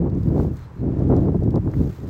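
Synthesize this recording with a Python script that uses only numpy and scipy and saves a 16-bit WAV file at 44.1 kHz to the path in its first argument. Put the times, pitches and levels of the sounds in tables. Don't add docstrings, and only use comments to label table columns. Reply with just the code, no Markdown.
import sys
import numpy as np
from scipy import signal
from scipy.fft import rfft, irfft
from scipy.io import wavfile
from scipy.ndimage import uniform_filter1d

SR = 44100
rng = np.random.default_rng(int(sys.argv[2]) if len(sys.argv) > 2 else 0)


def digitize_waveform(pressure):
    field = np.atleast_2d(pressure).T
    bounded = np.clip(field, -1, 1)
    quanta = np.round(bounded * 32767).astype(np.int16)
    wavfile.write(sys.argv[1], SR, quanta)


N = 92565

# frequency_hz, density_db (per Hz)
TOWN_COLOUR = [(40,7),(120,-4.5),(300,-11),(550,-15),(950,-6),(1500,-14.5),(2200,-21),(3200,-29.5),(5000,-32.5),(8000,-38),(15000,-47.5)]
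# peak_s, rise_s, fall_s, level_db, tilt_db_per_octave
SWISHES = [(.25,0.1,0.075,-62.5,0.5),(.415,0.1,0.078,-56.5,0.5),(.56,0.047,0.038,-61.5,3.5),(.61,.04,0.053,-56,-2),(0.779,0.082,0.057,-72.5,3),(1.01,0.11,0.12,-60.5,-2.5),(1.189,0.094,.11,-59.5,-1),(1.411,0.13,0.16,-68.5,2.5),(1.65,0.097,0.045,-68,2),(1.83,0.14,0.12,-57.5,1),(1.95,0.1,0.14,-57.5,0.5),(2.09,0.023,.1,-55.5,1)]
# frequency_hz, density_db (per Hz)
SWISH_COLOUR = [(500,-10),(1500,9),(2600,-1),(4300,-1.5),(7000,-5.5),(9000,-10.5),(12000,-9.5),(15500,-9.5)]
# peak_s, rise_s, fall_s, level_db
SQUEAKS = [(.615,0.053,.06,-68.5),(.79,.03,.04,-75.5)]
# peak_s, level_db (energy spread over 5 ms), centre_hz
FLAKE_TICKS = [(.0995,-61.5,3810),(.150,-64,5000),(.233,-58.5,4200),(.289,-61.5,3600),(.570,-57,4770),(.992,-61.5,5500),(1.089,-63.5,5500),(1.1655,-54,4700),(1.436,-59.5,5240),(1.5072,-56,4200),(1.5578,-50.5,3900),(1.715,-60,4740)]
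# peak_s, level_db (energy spread over 5 ms), centre_hz
SNOW_CRUNCHES = [(1.739,-42.5,1270),(1.783,-61.5,2700),(1.911,-55,1550)]
# centre_s, peak_db (before BUFFET_TRIM_DB), pitch_hz
BUFFETS = [(.027,-18,407),(.061,-18,370),(.304,-23,420),(.380,-10.5,380),(0.4,-16,620),(.449,-21.5,420),(.839,-23,362),(1.007,-19.5,323),(1.102,-7.5,280),(1.125,-14,540),(1.286,-14,490),(1.346,-26,400),(1.425,-10,272),(1.478,-17,355),(1.544,-20,477),(1.563,-10.5,440),(1.659,-28.5,422),(1.677,-21.5,650),(1.815,-6,200)]
# time_s, level_db
RUMBLE_LEVEL = [(0.0, -22.5), (0.17, -22), (0.24, -24.1), (0.28, -15.5), (0.35, -24.5), (0.39, -17.5),
                (0.53, -25.5), (0.57, -31), (0.66, -34.5), (0.71, -42.2), (0.78, -34.5), (0.8, -25.5),
                (0.89, -21.5), (0.94, -26), (1.01, -19), (1.26, -19), (1.4, -21), (1.43, -19),
                (1.53, -20.5), (1.57, -16), (1.63, -27), (1.67, -15.5), (1.74, -31.5), (1.77, -14.5),
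                (1.91, -27), (1.96, -42), (2.02, -29.4), (2.1, -29)]
# time_s, level_db (before BODY_TRIM_DB)
BODY_LEVEL = [(0.0, -17), (0.07, -23), (0.09, -36), (0.18, -21), (0.22, -44), (0.25, -26.9), (0.38, -22),
              (0.44, -25.5), (0.5, -29.0), (0.63, -60), (0.74, -54.5), (0.84, -23), (0.89, -22),
              (0.94, -31), (1.11, -20.5), (1.2, -22), (1.24, -20.5), (1.34, -27.5), (1.36, -19),
              (1.4, -34.4), (1.47, -18), (1.51, -24.5), (1.57, -17.5), (1.6, -38), (1.68, -21.5),
              (1.71, -43), (1.81, -21), (1.98, -53), (2.02, -36), (2.1, -37.5)]
# time_s, level_db
FLUTTER_LEVEL = [(0.0, -42), (0.03, -34.5), (0.07, -30.5), (0.09, -41), (0.15, -43), (0.17, -38.7),
                 (0.22, -57.5), (0.31, -36.5), (0.34, -39), (0.38, -28.7), (0.56, -53), (0.77, -57),
                 (0.82, -45.5), (0.84, -38), (0.89, -36), (0.91, -44.5), (1.01, -35), (1.08, -41),
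                 (1.1, -28.6), (1.14, -27.5), (1.2, -34.5), (1.29, -32), (1.3, -37), (1.36, -33.5),
                 (1.4, -63), (1.42, -32.5), (1.46, -42.5), (1.47, -39), (1.5, -41.4), (1.58, -26.5),
                 (1.6, -63), (1.68, -34), (1.76, -50), (1.81, -37), (1.83, -38.5), (1.96, -58),
                 (2.05, -43.5), (2.1, -46.5)]
# frequency_hz, density_db (per Hz)
WIND_COLOUR = [(15,-49),(25,-23.5),(38,-10),(52,-4.5),(72,0.5),(100,-1),(130,0),(165,-3),(210,-7.5),(310,-5.5),(420,-12.5),(600,-21),(800,-27),(1100,-36.5),(1600,-49),(2500,-62.5),(5000,-88)]
# frequency_hz, gain_db
MIC_RESPONSE = [(7500,0.5),(9000,-0.5),(10000,-7.5),(11500,1),(15000,2)]

TOWN_DB, TOWN_WAVER_DB = -49, -0.43
SWISH_GRAIN_DB, SWISH_GRAINS_PER_S = 2.5, 480
SQUEAK_HZ, SQUEAK_WIDTH_OCT = 4140, 0.04
SNAP_LEVEL_S = 0.005
BUFFET_TRIM_DB, BODY_TRIM_DB = -5, 1
BIG_EDDY_HZ, MIDDLE_EDDY_HZ, SMALL_EDDY_HZ = 130, 260, 545
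RAGGED_PER_S, RAGGED_BIG_DB, RAGGED_SMALL_DB = 95, 1.5, 3
TOP_SWING = 0.27
LOW_CUT_HZ, TOP_HZ, FADE_S = 27, 15750, 0.004


def undb(db):
    return 10 ** (np.asarray(db) / 20)


def unit(x):
    return x / np.sqrt(np.mean(x ** 2))


def times():
    return np.arange(N) / SR


def freqs():
    return np.maximum(np.arange(N // 2 + 1) * SR / N, 1)


def curve(rows):
    return np.interp(times(), *np.array(rows).T)


def colour(points):
    hz, db = np.array(points).T
    return undb(np.interp(np.log(freqs()), np.log(hz), db))


def bell(hz, octaves):
    distance = np.log2(freqs() / hz) / octaves
    return np.exp(-0.5 * distance ** 2)


def noise(gain):
    spectrum = rfft(rng.standard_normal(N)) * gain
    return unit(irfft(spectrum, N))


def walk(rate):
    return noise(np.exp(-2 * (freqs() / rate) ** 2))


def swells(rows):
    t = times()
    power = 0
    for peak_s, rise_s, fall_s, level_db in rows:
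        distance = (t - peak_s) / np.where(t < peak_s, rise_s, fall_s)
        power = power + (undb(level_db) * np.exp(-distance ** 2)) ** 2
    return np.sqrt(power)


def steady(x, size):
    power = uniform_filter1d(x ** 2, size, mode="wrap")
    power = uniform_filter1d(power, size, mode="wrap")
    return x * np.sqrt(np.mean(x ** 2) / (power + 1e-20))


def town():
    return noise(colour(TOWN_COLOUR)) * undb(TOWN_DB + TOWN_WAVER_DB * walk(6))


def walking():
    grain = undb(SWISH_GRAIN_DB * walk(SWISH_GRAINS_PER_S))
    squeaks = noise(bell(SQUEAK_HZ, SQUEAK_WIDTH_OCT)) * swells(SQUEAKS)
    out = squeaks
    for peak_s, rise_s, fall_s, level_db, tilt_db in SWISHES:
        tilt = undb(tilt_db * np.log2(freqs()))
        swish = unit(noise(colour(SWISH_COLOUR) * tilt) * grain)
        out = out + swish * swells([(peak_s, rise_s, fall_s, level_db)])
    return out


def snaps(rows, decay_s, octaves, splash_db):
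    out = 0
    for peak_s, level_db, centre_hz in rows:
        age = times() - peak_s
        splash = undb(splash_db) * (freqs() > centre_hz)
        burst = noise(bell(centre_hz, octaves) + splash)
        burst = burst * np.exp(-np.where(age < 0, -2 * age, age) / decay_s)
        level = np.sqrt(np.sum(burst ** 2) / (SNAP_LEVEL_S * SR))
        out = out + undb(level_db) * burst / level
    return out


def flake_ticks():
    return snaps(FLAKE_TICKS, decay_s=0.0026, octaves=0.53, splash_db=-14.5)


def snow_crunches():
    return snaps(SNOW_CRUNCHES, decay_s=0.004, octaves=0.57, splash_db=-34)


def buffets():
    out = 0
    for centre_s, peak_db, pitch_hz in BUFFETS:
        turn = 2 * np.pi * pitch_hz * (times() - centre_s)
        push_pull = -turn * np.exp((1 - turn ** 2) / 2)
        out = out + undb(peak_db + BUFFET_TRIM_DB) * push_pull
    return out


def wind():
    flutter = curve(FLUTTER_LEVEL)
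    ragged = walk(RAGGED_PER_S)
    shape, f = colour(WIND_COLOUR), freqs()
    eddies = rfft(noise(shape))

    def share_db(low_hz, high_hz):
        inside = (f > low_hz) & (f < high_hz)
        return 10 * np.log10(np.sum(shape[inside] ** 2) / np.sum(shape ** 2))

    big = curve(RUMBLE_LEVEL) - share_db(30, 190)
    middle = curve(BODY_LEVEL) - share_db(200, 420) + BODY_TRIM_DB
    small = flutter - share_db(450, 1200)
    levels = np.array([big, middle, small])
    sizes = np.log([BIG_EDDY_HZ, MIDDLE_EDDY_HZ, SMALL_EDDY_HZ])

    out = 0
    for hz in 22 * 2.0 ** (np.arange(13) / 1.5):
        triangle = np.maximum(1 - 1.5 * abs(np.log2(f / hz)), 0)
        band = irfft(eddies * triangle, N)
        band = steady(band, size=int(SR * max(3 / hz, 0.022)))
        weights = np.array([np.interp(np.log(hz), sizes, row) for row in np.eye(3)])
        octaves_above = max(np.log2(hz / SMALL_EDDY_HZ), 0)
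        gust_db = weights @ levels + TOP_SWING * octaves_above * (flutter - flutter.max())
        ragged_db = RAGGED_BIG_DB + weights[-1] * (RAGGED_SMALL_DB - RAGGED_BIG_DB)
        burst = unit(undb(ragged * ragged_db))
        out = out + band * burst * undb(gust_db)
    return out


def scene():
    impacts = flake_ticks() + snow_crunches()
    return (impacts + wind() + buffets() + town() + walking())[None]


def record(dry):
    t = times()
    from_end = np.minimum(t, t[-1] - t)
    edges = np.sin(np.pi / 2 * np.clip(from_end / FADE_S, 0, 1)) ** 2
    low_cut = 1 / np.sqrt(1 + (LOW_CUT_HZ / freqs()) ** 12)
    coloured = irfft(rfft(dry * edges) * colour(MIC_RESPONSE) * low_cut, N) * edges
    top_cut = signal.ellip(10, 0.2, 80, TOP_HZ, fs=SR, output="sos")
    return signal.sosfilt(top_cut, coloured)


dry = scene()
out = record(dry)
digitize_waveform(out)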